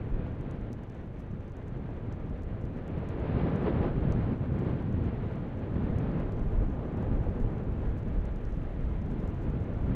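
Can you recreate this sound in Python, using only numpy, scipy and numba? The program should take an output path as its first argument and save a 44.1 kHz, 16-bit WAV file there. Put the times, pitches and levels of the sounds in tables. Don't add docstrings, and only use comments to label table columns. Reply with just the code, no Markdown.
import sys
import numpy as np
from scipy import signal
from scipy.fft import rfft, irfft, next_fast_len
from scipy.io import wavfile
from numba import njit

SR = 44100
rng = np.random.default_rng(int(sys.argv[2]) if len(sys.argv) > 2 else 0)


def generate_wav(sig):
    pcm = np.round(np.clip(np.atleast_2d(sig).T, -1, 1) * 32767).astype(np.int16)
    wavfile.write(sys.argv[1], SR, pcm)


N = 438794


def undb(db):
    return 10 ** (np.asarray(db) / 20)


def unit(x):
    return x / np.sqrt(np.mean(x ** 2))


def curve(points):
    return np.interp(np.arange(N) / SR, *np.transpose(points))


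def swell(s, length):
    distance = 2 * (np.arange(N) / SR - s) / length
    return np.exp2(-np.minimum(distance ** 2, 20))


def walk(rate):
    knots = rng.standard_normal(4096)
    return 1.2 * np.interp(np.arange(N) / SR * rate, np.arange(len(knots)), knots)


def shower(rate, spread_db):
    falls = rng.random(N) < rate / SR
    size = undb(spread_db * np.clip(rng.standard_normal(N), -2, 2))
    return unit(falls * rng.choice([-1, 1], N) * size)


def colour(x, points):
    size = next_fast_len(N + SR // 2, True)
    hz, db = np.transpose(points)
    freqs = np.maximum(np.arange(size // 2 + 1) * SR / size, 1)
    gain = undb(np.interp(np.log(freqs), np.log(hz), db))
    gain *= np.minimum(hz[-1] / freqs, 1) ** 3
    cepstrum = irfft(np.log(gain), size)
    cepstrum[1:size // 2] *= 2
    cepstrum[size // 2 + 1:] = 0
    response = np.exp(rfft(cepstrum))
    return irfft(rfft(x, size) * response, size)[:N]


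def split(x, hz):
    low = signal.sosfiltfilt(signal.butter(3, hz, fs=SR, output="sos"), x)
    return low, x - low


@njit
def resonate(x, hz, width_share):
    y, band, low = np.empty(len(x)), 0., 0.
    for i in range(len(x)):
        g = np.tan(np.pi * hz[i] / SR)
        v = (band + g * (x[i] - low)) / (1 + g * (g + width_share))
        band, low, y[i] = 2 * v - band, low + 2 * g * v, width_share * v
    return y


# (time [s], length [s], relative level [dB])
GUSTS = [(0.128, 0.061, -29), (0.606, 0.048, -39), (4.082, 0.3, -35), (5.906, 0.019, -28),
         (6.196, 0.068, -33.5), (6.48, 0.22, -31), (6.63, 0.13, -27), (7.14, 0.11, -31), (7.28, 0.11, -29),
         (7.428, 0.033, -25.5), (7.88, 0.076, -29.5), (8.176, 0.06, -30), (8.5, 0.048, -28),
         (8.92, 0.14, -34), (9.485, 0.049, -35), (9.837, 0.12, -27.5)]


def gusts():
    return sum(undb(db) ** 2 * swell(s, length) for s, length, db in GUSTS)


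# (time [s], relative level [dB])
BREEZE = [(0, -46.5), (1, -50.5), (2.3, -43.5), (3.2, -47), (5.2, -45.5), (6.5, -46), (8.5, -38.3),
          (9.95, -41.5)]
# (frequency [Hz], relative level [dB])
WIND_SPECTRUM = [(6, -9.5), (15, -7), (28, 3.5), (42, 2.5), (60, 0), (85, -8), (150, -28), (400, -53.5)]


def wind(buffet_db=-0.5, breeze_gain_db=3.5, gust_gain_db=0.2):
    breeze = undb(curve(BREEZE) + breeze_gain_db + buffet_db * walk(rate=14))
    power = breeze ** 2 + undb(gust_gain_db) ** 2 * gusts()
    turbulence = unit(colour(rng.standard_normal(N), WIND_SPECTRUM))
    return turbulence * np.sqrt(power)


# (time [s], relative peak [dB], brightness [0-1])
TICKS = [(0.411, -55, 0.8), (0.511, -50, 0.6), (0.612, -58, .7), (0.73, -45, 0.9), (0.835, -55, 0.9),
         (0.899, -52, 0.3), (0.948, -59, .6), (1.407, -57, .4), (1.52, -56, .5), (1.567, -56, 1),
         (1.682, -54, 0.8), (2.125, -43.5, 0), (2.298, -59, .7), (2.422, -59, 0.7), (2.434, -53, .6),
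         (2.613, -58, 0.9), (2.653, -54, 0.8), (2.879, -53.5, 1.0), (3.089, -48, 0.8), (3.199, -60, .8),
         (3.56, -52.5, 0.96), (3.631, -56, 0.6), (4.123, -42, 0.25), (4.59, -56, 1), (4.695, -59, 0.9),
         (4.824, -60, 1), (4.927, -54, 0.4), (5.04, -59, 0.5), (5.224, -62, .7), (5.357, -58, .8),
         (5.593, -58, .7), (5.742, -57, .6), (5.985, -45, 0.5), (6.2, -53.5, 0.7), (6.322, -52, 0.9),
         (6.394, -60, .7), (6.697, -62, 1), (6.972, -55, 0.7), (7.026, -55, 1.0), (7.402, -55, 0.7),
         (8.083, -59, .7), (8.254, -52.5, 0.8), (8.36, -53, 1.0), (8.452, -49, 0.1), (8.632, -58, .7),
         (8.808, -58, .9), (9.016, -56, .7), (9.114, -56, .9), (9.276, -54, 1.0), (9.29, -56, .8),
         (9.303, -58, .9), (9.5, -55, .9)]
REBOUND_S, REBOUND_DB = 0.0015, -8


def ticks(tick_db=10, rattle_db=-18, rattle_t60=0.0085, scatter_db=-30, scatter_t60=0.054):
    t = np.arange(SR // 10) / SR
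    out = np.zeros(N + len(t))
    low_pass = signal.butter(4, 7500, fs=SR)
    high_pass = signal.butter(4, 7500, "highpass", fs=SR)
    for s, db, brightness in TICKS:
        grit = undb(rattle_db - 60 * t / rattle_t60) + undb(scatter_db - 60 * t / scatter_t60)
        tick = grit * rng.standard_normal(len(t))
        tick[0] += 1
        tick[int(REBOUND_S * SR)] += undb(REBOUND_DB)
        dull = signal.lfilter(*low_pass, tick)
        bright = signal.lfilter(*high_pass, tick)
        start = int(s * SR)
        out[start:start + len(t)] += undb(db + tick_db) * (dull + brightness * bright)
    return out[:N]


# (time [s], relative level [dB], length [s])
TRICKLES = [(1.202, -70, .022), (2.775, -79, 0.02), (4.453, -81, .02), (5.33, -78, .016),
            (7.415, -73, 0.021), (7.985, -70, .02), (8.55, -80, .05), (9.2, -79, 0.025),
            (9.432, -71, 0.024)]
# (frequency [Hz], relative level [dB])
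GRAIN_SPECTRUM = [(1500, -26.5), (3500, -10.5), (4500, 0), (5300, -1), (6000, 3), (7100, -1.5), (8700, -7),
                  (9600, -5.5), (10600, -8.5), (12000, -5.5), (14000, -17), (16000, -21.5)]
SIFT_START_DB, SIFT_RISE_DB_PER_S = -81.5, 0.4


def grains(small_db=-1.5, rattle_t60=0.007, hiss_db=0.0, blown_db=-50):
    t = np.arange(N) / SR
    sift = undb(SIFT_START_DB + SIFT_RISE_DB_PER_S * t)
    landings = np.abs(shower(rate=45, spread_db=3.5))
    decay = undb(-60 * t[:SR // 10] / rattle_t60)
    rattles = signal.fftconvolve(landings, decay)[:N]
    patter = unit(rattles * rng.standard_normal(N))
    small = signal.lfilter(*signal.butter(2, 9000, fs=SR), patter) * sift
    trickle = sum(undb(db) * swell(s, length) for s, db, length in TRICKLES)
    hiss = np.hypot(sift * undb(hiss_db), undb(blown_db) * np.sqrt(gusts()))
    sizzle = shower(rate=9000, spread_db=2.5) * undb(1.3 * walk(rate=70))
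    return colour(ticks() + undb(small_db) * small + (trickle + hiss) * sizzle, GRAIN_SPECTRUM)


GROUND_LAG_S, GROUND_SHARE = 0.00543, 0.14


def ground(x, low_hz=600, high_hz=1600):
    sos = signal.butter(1, [low_hz, high_hz], "bandpass", fs=SR, output="sos")
    samples = np.arange(N)
    middle = signal.sosfiltfilt(sos, x)
    bounce = np.interp(samples - GROUND_LAG_S * SR, samples, middle, left=0)
    return x - GROUND_SHARE * bounce


# (frequency [Hz], relative level [dB])
RUMBLE_SPECTRUM = [(25, -25), (45, -5.5), (70, 0.5), (100, 1.1), (160, -3), (250, -5.5), (330, -13),
                   (500, -22.5), (1000, -71)]
# (time [s], centre [Hz])
CRATER = [(0, 106.5), (1.3, 135), (2.0, 139), (2.8, 134.6), (3.5, 216.4), (4.05, 130.4), (4.5, 140),
          (5.0, 139.7), (5.5, 135), (5.95, 141), (6.65, 201), (7.15, 108), (8.4, 103.7), (9.1, 169),
          (9.95, 149.6)]
# (time [s], share of the rumble [0-1])
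RING = [(0, .45), (1.4, .45), (2.2, .3), (4.2, .35), (4.9, 0.93), (5.9, .42), (8.6, .4), (9.4, .65)]


def rumble(burst_share=0.65, throb_db=0.12, ring_width=0.48):
    pulses = shower(rate=90, spread_db=3.5)
    churn = rng.standard_normal(N) * undb(throb_db * walk(rate=13))
    sound = colour(burst_share * pulses + churn, RUMBLE_SPECTRUM)
    ring = resonate(sound, curve(CRATER), ring_width)
    return unit(sound + curve(RING) * ring)


# (time [s], pulse peak [dB], pitch [Hz])
BURSTS = [(0.196, -27.5, 111), (0.704, -30, 220), (1.338, -28, 131), (1.797, -33, 280), (1.824, -32, 130),
          (1.891, -32, 418), (2.764, -32, 260), (3.299, -25, 230), (3.377, -24.5, 280), (3.436, -19, 115),
          (3.523, -24, 290), (3.68, -21, 310), (3.809, -18, 100), (3.85, -22, 130), (3.981, -20, 99),
          (4.077, -18, 94), (4.101, -24, 110), (4.172, -23.5, 155), (4.316, -25, 140), (4.622, -23.5, 260),
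          (4.712, -22, 135), (4.887, -23.5, 143), (4.943, -25.5, 135), (5.09, -25, 134), (5.13, -33, 422),
          (5.902, -26, 110), (6.621, -20, 78), (7.118, -24, 94), (7.268, -26.5, 380), (7.4, -28, 240),
          (8.162, -32, 230), (8.576, -24.5, 114), (9.485, -21, 98), (9.538, -27, 240)]


def bursts(roll_db=-12, roll_t60=0.1, roll_width=0.67):
    t = np.arange(-(SR // 50), SR // 3) / SR
    out = np.zeros(N + len(t))
    for s, db, hz in BURSTS:
        phase = 2 * np.pi * hz * t
        pulse = -phase * np.exp((1 - phase ** 2) / 2)
        walls = rng.standard_normal(len(t))
        for _ in range(3):
            walls = resonate(walls, np.full(len(t), float(hz)), roll_width)
        onset = np.tanh(np.maximum(phase, 0) / np.pi) ** 2
        roll = unit(walls) * onset * undb(roll_db - 60 * np.abs(t) / roll_t60)
        start = int((s + t[0]) * SR)
        out[start:start + len(t)] += undb(db) * (pulse + roll)
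    return out[:N]


# (frequency [Hz], relative level [dB])
JET_SPECTRUM = [(100, -7.5), (220, -6.5), (330, 0.35), (500, -2.5), (700, -8.5), (1050, -15), (1600, -19.5),
                (2500, -27.5), (3300, -34), (4200, -41.5), (5200, -53.5), (8000, -98)]


def jet(crackle_share=0.43, pop_share=0.22, flutter_db=0.79):
    shocks = shower(rate=1200, spread_db=2)
    pops = shower(rate=25, spread_db=3)
    eddies = rng.standard_normal(N)
    gas = eddies + crackle_share * shocks + pop_share * pops
    return unit(colour(gas * undb(flutter_db * walk(rate=25)), JET_SPECTRUM))


# (time [s], relative level [dB])
EFFORT = [(0.0, -46.5), (0.3, -47), (1.0, -49), (1.5, -50), (1.85, -47.5), (2.2, -47.5), (2.8, -45),
          (3.45, -39.5), (3.75, -38), (4.0, -39.5), (4.45, -43), (5.0, -42.5), (5.55, -45), (6.1, -40.5),
          (6.5, -44), (7.1, -42.5), (8.55, -47), (9.95, -42.5)]
# (time [s], length [s], lift of the roar [dB], lift of the rumble [dB])
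SURGES = [(0.243, 0.068, 2.5, 3.5), (0.484, .1, 2, 0), (1.343, 0.077, -1, 4.5), (2.15, 0.48, -0.45, -1),
          (2.7, 0.3, -1, -1), (2.918, 0.025, -0.5, 4), (3.153, 0.16, 0.2, -3), (3.268, 0.067, 2.5, -1),
          (3.39, 0.16, 5, 1.5), (3.55, 0.091, 2, 0.5), (3.674, 0.086, 4.5, 0), (3.853, 0.08, 4, 0),
          (3.99, 0.12, -0.5, 0), (4.188, 0.12, 1.5, 3), (4.332, 0.026, 1, 8), (4.374, 0.058, -4, -4),
          (4.51, .05, -3.5, 0), (4.684, 0.075, 2, 4.5), (4.782, 0.061, 0, -3.5), (4.938, 0.2, -2, 2),
          (5.075, 0.032, 1, 6.5), (5.3, .1, 1, -1.5), (5.784, 0.15, -0.5, 4), (6.216, 0.082, 3, 2.5),
          (6.62, 0.03, 2, 6.5), (6.853, .16, 2, -2.5), (6.997, 0.068, 2.6, 2.5), (7.128, 0.025, 2, 3),
          (7.263, 0.079, 2, -2.5), (7.557, 0.23, 1.5, 2.5), (8.5, 0.25, -0.9, 0), (9.5, 0.27, -0.5, 1)]
# (time [s], relative level [dB])
TREBLE = [(0, 1.5), (1.3, 2.5), (2.9, 0.8), (3.35, 0.3), (3.7, -0.7), (5.3, 2.4), (6.2, -1), (6.7, -3),
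          (7.2, -2.5), (8.5, 2.5), (9.95, -0.2)]
TREBLE_FROM_HZ = 1500
WIDE_OPEN_EFFORT_DB, RUMBLE_CEILING_DB, RUMBLE_GROWTH = -41, -28, 1.446


def vent(rumble_gain_db=-0.3, jet_gain_db=1.11, unrest_db=0.5, heave_db=0.77):
    effort_db = curve(EFFORT) + unrest_db * walk(rate=11)
    roar_db = effort_db + sum(lift_db * swell(s, length) for s, length, lift_db, _ in SURGES)
    drive = undb(RUMBLE_GROWTH * (effort_db - WIDE_OPEN_EFFORT_DB))
    body = undb(RUMBLE_CEILING_DB) * drive / np.hypot(1, drive)
    surge_db = sum(lift_db * swell(s, length) for s, length, _, lift_db in SURGES)
    surge_db = surge_db + heave_db * walk(rate=13)
    low, treble = split(jet(), TREBLE_FROM_HZ)
    roar = low + treble * undb(curve(TREBLE))
    return rumble() * body * undb(surge_db + rumble_gain_db) + roar * undb(roar_db + jet_gain_db)


def scene():
    distant = ground(vent() + bursts())
    return (wind() + grains() + distant)[None]


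TOP_HZ = 15500


def record(dry):
    return signal.sosfilt(signal.ellip(8, .2, 70, TOP_HZ, fs=SR, output="sos"), dry)


dry = scene()
out = record(dry)
generate_wav(out)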